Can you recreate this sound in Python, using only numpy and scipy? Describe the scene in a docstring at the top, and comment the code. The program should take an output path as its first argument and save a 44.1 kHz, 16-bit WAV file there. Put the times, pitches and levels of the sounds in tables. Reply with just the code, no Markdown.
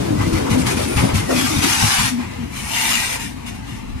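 """Rumble and wheel thuds as the last open wagons of a freight train pass a trackside microphone pair.
Hollow steel bodies boom, couplings clank, and flanges scrape the rail, squeal briefly and grind in
two long hisses, one near, one far. The train draws away with distant clacks and light wind in its wake.
It is to the right, so the left channel hears it later."""
import sys
import numpy as np
from scipy import signal
from scipy.fft import rfft, irfft, next_fast_len
from scipy.io import wavfile
from scipy.ndimage import uniform_filter1d, map_coordinates

SR = 44100
rng = np.random.default_rng(int(sys.argv[2]) if len(sys.argv) > 2 else 0)


def inscribe(sig):
    """Save sig as 16-bit PCM at rate SR to the path in sys.argv[1].

    A 1-D sig is mono; a 2-D sig holds one channel per row.
    Samples are clipped to [-1, 1] before scaling.
    """
    pcm = np.round(np.clip(np.atleast_2d(sig).T, -1, 1) * 32767)
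    wavfile.write(sys.argv[1], SR, pcm.astype(np.int16))


N = 176400
T = np.arange(N) / SR

# likeness of the two channels: freq_hz, correlation
NEAR_COHERENCE = [(120, 0.91), (300, 1), (500, 0.73), (720, 1), (1000, 0), (1400, 0.43), (2200, 0.23),
                  (3200, 0.1), (10000, 0.1)]
FAR_COHERENCE = [(250, 0.88), (450, 0.97), (700, 0.92), (1400, 0.14), (2300, 0.36), (3300, 0.05),
                 (10000, 0.19)]
NEAR_LAG_S, FAR_LAG_S = 0.000824, 0.00096  # left behind right


def amp(db):
    """Decibels to gain."""
    return 10 ** (np.asarray(db) / 20)


def unit(x):
    """Scale to rms 1."""
    return x / np.sqrt(np.mean(x ** 2) + 1e-20)


def along(points, hz):
    """Interpolate (freq_hz, value) rows on a log axis."""
    freqs_hz, values = np.transpose(points)
    return np.interp(np.log(hz + 1), np.log(freqs_hz + 1), values)


def level(rows):
    """Gain from (time_s, level_db) rows, fading 69 dB/s beyond their ends."""
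    times_s, db = np.transpose(rows)
    outside_s = np.abs(T - np.clip(T, times_s[0], times_s[-1]))
    return amp(np.interp(T, times_s, db) - 69 * outside_s)


def gate(start_s, hold_s, attack_s, release_s):
    """Linear attack, exponential release from start_s + hold_s."""
    return np.clip((T - start_s) / attack_s, 0, 1) * np.exp(-np.maximum(T - start_s - hold_s, 0) / release_s)


def wobble(knots_per_s):
    """Smooth random curve, rms about 1."""
    return map_coordinates(rng.standard_normal(int(N * knots_per_s / SR) + 4), [T * knots_per_s])


def filtered(x, response):
    """Apply the frequency response response(hz)."""
    size = next_fast_len(N + SR // 4)
    return irfft(rfft(x, size) * response(np.fft.rfftfreq(size, 1 / SR)), size)[..., :N]


def from_right(x, lag_s):
    """Two channels, the left one later."""
    return filtered(x, lambda hz: np.exp(1j * np.pi * hz * lag_s * np.array([[-1], [1]])))


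def rush(spectrum, coherence, lag_s, patchy_db, rail_ring=0):
    """Stereo noise, rms 1, with narrow resonances coming and going; rail_ring adds the rail's."""
    bins_hz, frames_s, cells = signal.stft(rng.standard_normal((2, N)), SR, nperseg=1024)
    patches = uniform_filter1d(rng.standard_normal(cells.shape[1:]), size=2, axis=0)
    patches = uniform_filter1d(patches, size=7, axis=1)
    lift_db = rail_ring * rail_lift_db(bins_hz, frames_s) if rail_ring else 0
    pair = signal.istft(cells * amp(patchy_db * unit(patches) + lift_db), nperseg=1024)[1][:, :N]

    def mid_side_gains(hz):
        angle = np.arccos(np.clip(along(coherence, hz), -1, 1)) / 2
        return amp(along(spectrum, hz)) * [np.cos(angle), np.sin(angle)]

    mid, side = filtered(pair, mid_side_gains)
    return unit(from_right(np.array([mid + side, mid - side]), lag_s))


def ringing(modes):
    """Stereo noise, rms 1, through narrow resonances."""
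    def response(hz):
        return sum(amp(db) / (1 + ((hz - centre_hz) / width_hz) ** 2) for centre_hz, width_hz, db in modes)

    shake = rng.standard_normal(N) + 0.5 * rng.standard_normal((2, N))
    return unit(filtered(shake, response))


def rolling():
    """Low rumble and the roar of wheel on rail, from the nearest wagons and the train beyond."""
    # envelopes: time_s, level_db
    rumble_levels = [(0, -19), (.35, -21.5), (.44, -19), (.56, -17.5), (.88, -26), (1.05, -19.5),
                     (1.26, -25), (1.37, -21), (1.53, -26), (1.63, -24.5), (1.93, -37), (2.05, -36.5),
                     (2.3, -32.5), (2.6, -40.5)]
    roar_levels = [(0, -31), (.5, -25.5), (.85, -29), (.92, -32), (1.04, -24.5), (1.125, -28.5),
                   (1.18, -30.5), (1.26, -32), (1.4, -34), (1.6, -35.5), (2.05, -45.5), (2.2, -59)]
    far_roar_levels = [(0, -42), (2.2, -33), (2.45, -38), (3.1, -33.5), (3.4, -39.5), (4, -41)]
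    # spectra: freq_hz, density_db
    rumble_spectrum = [(15, -35), (30, -30), (50, -12.5), (75, -0.7), (110, -2), (170, -6.5), (260, -0.5),
                       (330, -2.5), (420, -13.5), (600, -13.5), (1000, -33), (2500, -55)]
    far_rumble_spectrum = [(15, -25), (30, -13), (50, -0.5), (75, 1), (115, 0.3), (170, -4.5), (250, 2.5),
                           (320, -9.5), (420, -13.5), (700, -22), (2000, -51)]
    roar_spectrum = [(200, -10), (450, 3.5), (650, 0), (900, -1.5), (1400, -6), (2400, -12.5),
                     (3300, -13.5), (9000, -20), (15000, -32)]
    far_roar_spectrum = [(200, -15), (450, 0), (650, 0.5), (860, 4), (1400, -2.5), (2050, -1), (2750, -2),
                         (3300, -7.5), (5000, -11), (9000, -15.5), (12000, -18.5), (15000, -38)]
    near, far = (NEAR_COHERENCE, NEAR_LAG_S), (FAR_COHERENCE, FAR_LAG_S)
    rumble = level(rumble_levels) * amp(1.3 * wobble(25.23)) * rush(rumble_spectrum, *near, patchy_db=4)
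    far_rumble = amp(-32) * rush(far_rumble_spectrum, *far, patchy_db=1)
    roar = level(roar_levels) * amp(2.28 * wobble(25.24)) * rush(roar_spectrum, *near, patchy_db=2.5)
    far_gain = level(far_roar_levels) * amp(1.6 * wobble(25.36))
    far_roar = far_gain * rush(far_roar_spectrum, *far, patchy_db=3)
    return rumble + far_rumble + roar + far_roar


def flanges():
    """Flanges rub the rail head with an uneven hiss, more hollow and ringing further away."""
    # long grinds: time_s, relative_db
    near_grind = [(1.28, -40), (1.308, -30.5), (1.382, -24), (1.612, -28), (1.628, -21.5), (1.968, -20),
                  (2.088, -23), (2.152, -42), (2.2, -51)]
    far_grind = [(2.5, -47), (2.564, -33), (2.666, -31.5), (2.758, -21.5), (2.92, -19), (3.165, -27),
                 (3.186, -38), (3.208, -30), (3.26, -33), (3.36, -49.5)]
    # short scrapes: start_s, hold_s, level_db, far_share
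    scrapes = [(0, 0.28, -38, 0.17), (0.204, 0.095, -31, 0.24), (0.321, 0.057, -27.5, 0.12),
               (0.491, 0.055, -24.5, 0.33), (0.572, 0.042, -27.5, 0), (0.655, 0.066, -22, 0.018),
               (0.755, 0.097, -26, 0.016), (0.868, 0.078, -27, 0.33), (0.954, 0.054, -23, 0.042),
               (1.026, 0.025, -28, 0.074), (1.136, 0.058, -22.5, 0.052), (1.232, .07, -36, 0.23),
               (3.455, 0.033, -32.5, 0.95), (3.54, 0.017, -43.5, 1), (3.66, 0.12, -40, 0.67)]
    # hiss spectra: freq_hz, density_db
    near_spectrum = [(250, -25), (480, -26), (700, 1.5), (950, 0), (1400, -0.8), (1900, 0.5), (2600, 0.0),
                     (3200, -3), (4500, -3), (6100, -3), (7700, -7.5), (9400, -3.5), (11500, -9.5),
                     (14000, -17), (15300, -36)]
    far_spectrum = [(250, -21), (450, -11), (650, -10), (900, -10.5), (1250, -9.5), (1600, -7),
                    (2600, -4.5), (3150, -8), (4400, -10), (6200, -9.5), (8000, -11.5), (9400, -11.5),
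                    (11500, -13.5), (14000, -20), (15300, -37)]
    near_gain, far_gain = amp(4) * level(near_grind), amp(2.5) * level(far_grind)
    for start_s, hold_s, level_db, far_share in scrapes:
        scrape = amp(level_db) * gate(start_s, hold_s, attack_s=.014, release_s=.036)
        near_gain = np.hypot(near_gain, (1 - far_share) * scrape)
        far_gain = np.hypot(far_gain, far_share * scrape)
    chatter = amp(.7 * wobble(45) + .7 * wobble(400))
    near_hiss = rush(near_spectrum, NEAR_COHERENCE, NEAR_LAG_S, patchy_db=3.5, rail_ring=0.13)
    far_hiss = rush(far_spectrum, FAR_COHERENCE, FAR_LAG_S, patchy_db=3.5, rail_ring=0.97)
    return chatter * (near_gain * near_hiss + far_gain * far_hiss)


def rail_lift_db(bins_hz, frames_s):
    """Resonances of rubbing wheel and rail; each drifts and swells as the contact point moves."""
    # resonances: centre_hz, width_hz, lift_db
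    rail_modes = [(700, 18, 1), (890, 48, 6), (1008, 36, 6), (1950, 115, 6), (2380, 130, 4.5),
                  (2790, 120, 4), (3610, 140, 3.5), (5230, 130, 3.5), (6220, 160, 3), (7300, 220, 3),
                  (9420, 470, 4)]
    total_db = 0
    for centre_hz, width_hz, lift_db in rail_modes:
        peak_db = lift_db * (1 + .2 * np.interp(frames_s, T, wobble(22)))
        peak_hz = centre_hz * (1 + .007 * np.interp(frames_s, T, wobble(22)))
        total_db += peak_db * np.exp(-((bins_hz[:, None] - peak_hz) / width_hz) ** 2)
    return total_db


def squeals():
    """Stick and slip briefly lock onto one wheel mode; a loose grip makes a rough chirp."""
    # squeals: start_s, hold_s, level_db, pitch_hz, rise_hz_per_s, roughness
    chirps = [(.165, .085, -27.5, 1970, 350, .16), (.235, .03, -32, 2050, 2000, .5),
              (.34, .07, -34, 2200, 4800, 1), (.57, .085, -32, 9120, -300, .3),
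              (.585, .04, -38, 7570, 0, .2), (.71, .028, -32, 10130, 0, .2),
              (.775, .06, -38, 9570, -300, .3), (.865, .22, -35, 9560, -400, .3),
              (.87, .05, -34, 8110, -400, .2), (.87, .085, -33, 2720, -4200, .6),
              (1.25, .06, -34, 1920, -1000, .4), (1.35, .11, -31.5, 3330, 0, .1),
              (1.765, .08, -30, 5900, 600, .9)]
    wander_hz, flutter_db = 110, 2.5
    out = np.zeros(N)
    for start_s, hold_s, level_db, pitch_hz, rise_hz_per_s, roughness in chirps:
        hz = pitch_hz + rise_hz_per_s * (T - start_s) + roughness * wander_hz * wobble(200)
        grip = amp(level_db + flutter_db * (wobble(100) + wobble(30)))
        tone = np.sin(2 * np.pi * np.cumsum(hz) / SR)
        out += grip * gate(start_s, hold_s, attack_s=.028, release_s=.01) * tone
    return from_right(out, lag_s=.00095)


def thuds():
    """A wheel meets a rough spot and shakes its bogie."""
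    # wheel impacts: start_s, relative_db, pitch_hz
    impacts = [(0.189, -17.5, 100), (.259, -14, 121.5), (.325, -14.5, 90), (.503, -16, 90),
               (0.664, -18.5, 120), (.96, -10.5, 77.4), (1.02, -12, 117.7), (1.134, -12, 95.2),
               (1.168, -26, 109), (1.565, -14, 92), (1.824, -13.5, 106.4), (1.985, -18, 91),
               (2.033, -22, 120.3), (2.39, -25, 110.3), (3.234, -30.5, 126.4), (3.704, -29, 120)]
    # bogie modes: pitch_ratio, gain_db, t60_s
    bogie_modes = [(.66, -8.5, 0.12), (0.999, -3, 0.15), (1.45, -3, 0.095), (2.25, -8, 0.11),
                   (3.4, -16, 0.027)]
    attack_s, boost_db = 0.011, 12
    out = np.zeros(N)
    for start_s, relative_db, pitch_hz in impacts:
        age_s = np.maximum(T - start_s, 0)
        onset = amp(relative_db + boost_db) * (1 - np.exp(-age_s / attack_s))
        for pitch_ratio, gain_db, t60_s in bogie_modes:
            decay = amp(gain_db + rng.normal(0, 1.3) - 60 * age_s / t60_s)
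            out += onset * decay * np.sin(2 * np.pi * pitch_hz * pitch_ratio * age_s)
    return from_right(out, NEAR_LAG_S)


def clanks():
    """Couplings and loose fittings knock: a dull band of noise plus the ring of the coupling gear."""
    # steel knocks: start_s, hold_s, knock_db, centre_hz, ring_db
    knocks = [(0.191, 0.029, -28.5, 1110, -31.5), (0.336, .04, -33.5, 1000, -30),
              (0.462, 0.017, -28.5, 1100, -35), (0.506, 0.038, -31, 980, -29),
              (0.541, 0.022, -24, 480, -45), (0.654, .02, -34, 1030, -22.5),
              (0.781, 0.035, -23.5, 503, -37), (0.968, 0.018, -21.5, 2250, -23),
              (0.985, 0.013, -24, 985, -28.5), (1.028, 0.013, -22, 560, -42), (1.082, 0.015, -28, 473, -27),
              (1.163, 0.017, -31, 1000, -37), (1.286, 0.042, -17, 472, -42),
              (1.294, 0.02, -28.5, 1210, -36), (1.825, 0.017, -33, 435, -40),
              (1.983, 0.019, -28, 1150, -23), (2.008, 0.017, -36, 430, -42), (2.185, 0.016, -35, 885, -51)]
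    # coupling gear modes: centre_hz, width_hz, gain_db
    gear_modes = [(818, 20, 3), (984, 48, 0.5), (1197, 40, -6.5), (2104, 58, -0.5), (2280, 50, -13),
                  (2500, 35, -14), (2940, 35, -2)]
    log_width, attack_s = 0.38, 0.014
    out, gear = np.zeros((2, N)), ringing(gear_modes)
    for start_s, hold_s, knock_db, centre_hz, ring_db in knocks:
        shake = rng.standard_normal(N) + 0.71 * rng.standard_normal((2, N))
        knock = filtered(shake, lambda hz: 1 / (1 + (np.log((hz + 1) / centre_hz) / log_width) ** 4))
        out += amp(knock_db) * gate(start_s, hold_s, attack_s, release_s=0.022) * unit(knock)
        out += amp(ring_db) * gate(start_s, hold_s, attack_s, release_s=0.027) * gear
    return from_right(out, NEAR_LAG_S)


def booms():
    """An empty wagon body swells on one wavering low note."""
    # body booms: start_s, hold_s, level_db, pitch_hz
    swells = [(0.311, 0.068, -22.5, 325.4), (0.539, 0.056, -16, 255), (1.306, 0.081, -19, 251.9),
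              (1.616, 0.034, -28, 285.6), (2.11, 0.097, -21.5, 247.2), (2.379, 0.05, -25.5, 236)]
    out = np.zeros(N)
    for start_s, hold_s, level_db, pitch_hz in swells:
        wavering_hz = pitch_hz * (1 + 0.0335 * wobble(70))
        tone = unit(np.sin(2 * np.pi * np.cumsum(wavering_hz) / SR) * amp(0.81 * wobble(65)))
        out += amp(level_db) * gate(start_s, hold_s, attack_s=0.014, release_s=0.018) * tone
    return from_right(out, NEAR_LAG_S)


def wind():
    """Light buffeting in the train's wake; the right microphone port catches more."""
    # wake envelope: time_s, relative_db
    wake_levels = [(0, -10), (3.1, -10), (3.5, -1), (4, 8.5)]
    # buffeting spectrum: freq_hz, density_db
    spectrum = [(15, -14), (40, 1.5), (70, 1), (130, -13), (400, -59)]
    right_lead_db = 2.5
    ports = amp(right_lead_db * np.array([[-.5], [.5]]))
    gusts = amp(-40.5 + 1.4 * wobble(8.7)) * level(wake_levels)
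    return ports * gusts * rush(spectrum, coherence=[(50, 0.13)], lag_s=0, patchy_db=3.5)


def clacks():
    """Wheels far down the track jolt the rail, which rings on a few high modes."""
    # wheel jolts: start_s, hold_s, level_db
    jolts = [(3.197, 0.066, -37), (3.457, .035, -37), (3.665, .1, -43.5)]
    # rail modes: centre_hz, width_hz, gain_db
    rail_modes = [(1790, 60, 3), (2800, 74, 3.5), (3580, 45, 3), (5200, 55, -1), (6200, 50, -4),
                  (7500, 55, -4), (8900, 60, -3)]
    envelope = sum(amp(level_db) * gate(start_s, hold_s, attack_s=.008, release_s=0.028)
                   for start_s, hold_s, level_db in jolts)
    return from_right(envelope * ringing(rail_modes), FAR_LAG_S)


def scene():
    """Everything heard from beside the track."""
    return rolling() + flanges() + thuds() + booms() + clanks() + clacks() + squeals() + wind()


def record(dry):
    """Tilt the balance to the left and cut everything above top_hz."""
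    # channel balance: freq_hz, left_over_right_db
    balance = [(60, 4), (110, 2.5), (200, 6), (380, 4), (700, 3.0), (1290, 1), (2380, 5.5), (4390, 2.5),
               (8110, 2.5), (15000, 0.5)]
    top_hz = 15450
    return filtered(dry, lambda hz: amp(along(balance, hz) * np.array([[.5], [-.5]])) * (hz < top_hz))


dry = scene()
out = record(dry)
inscribe(out)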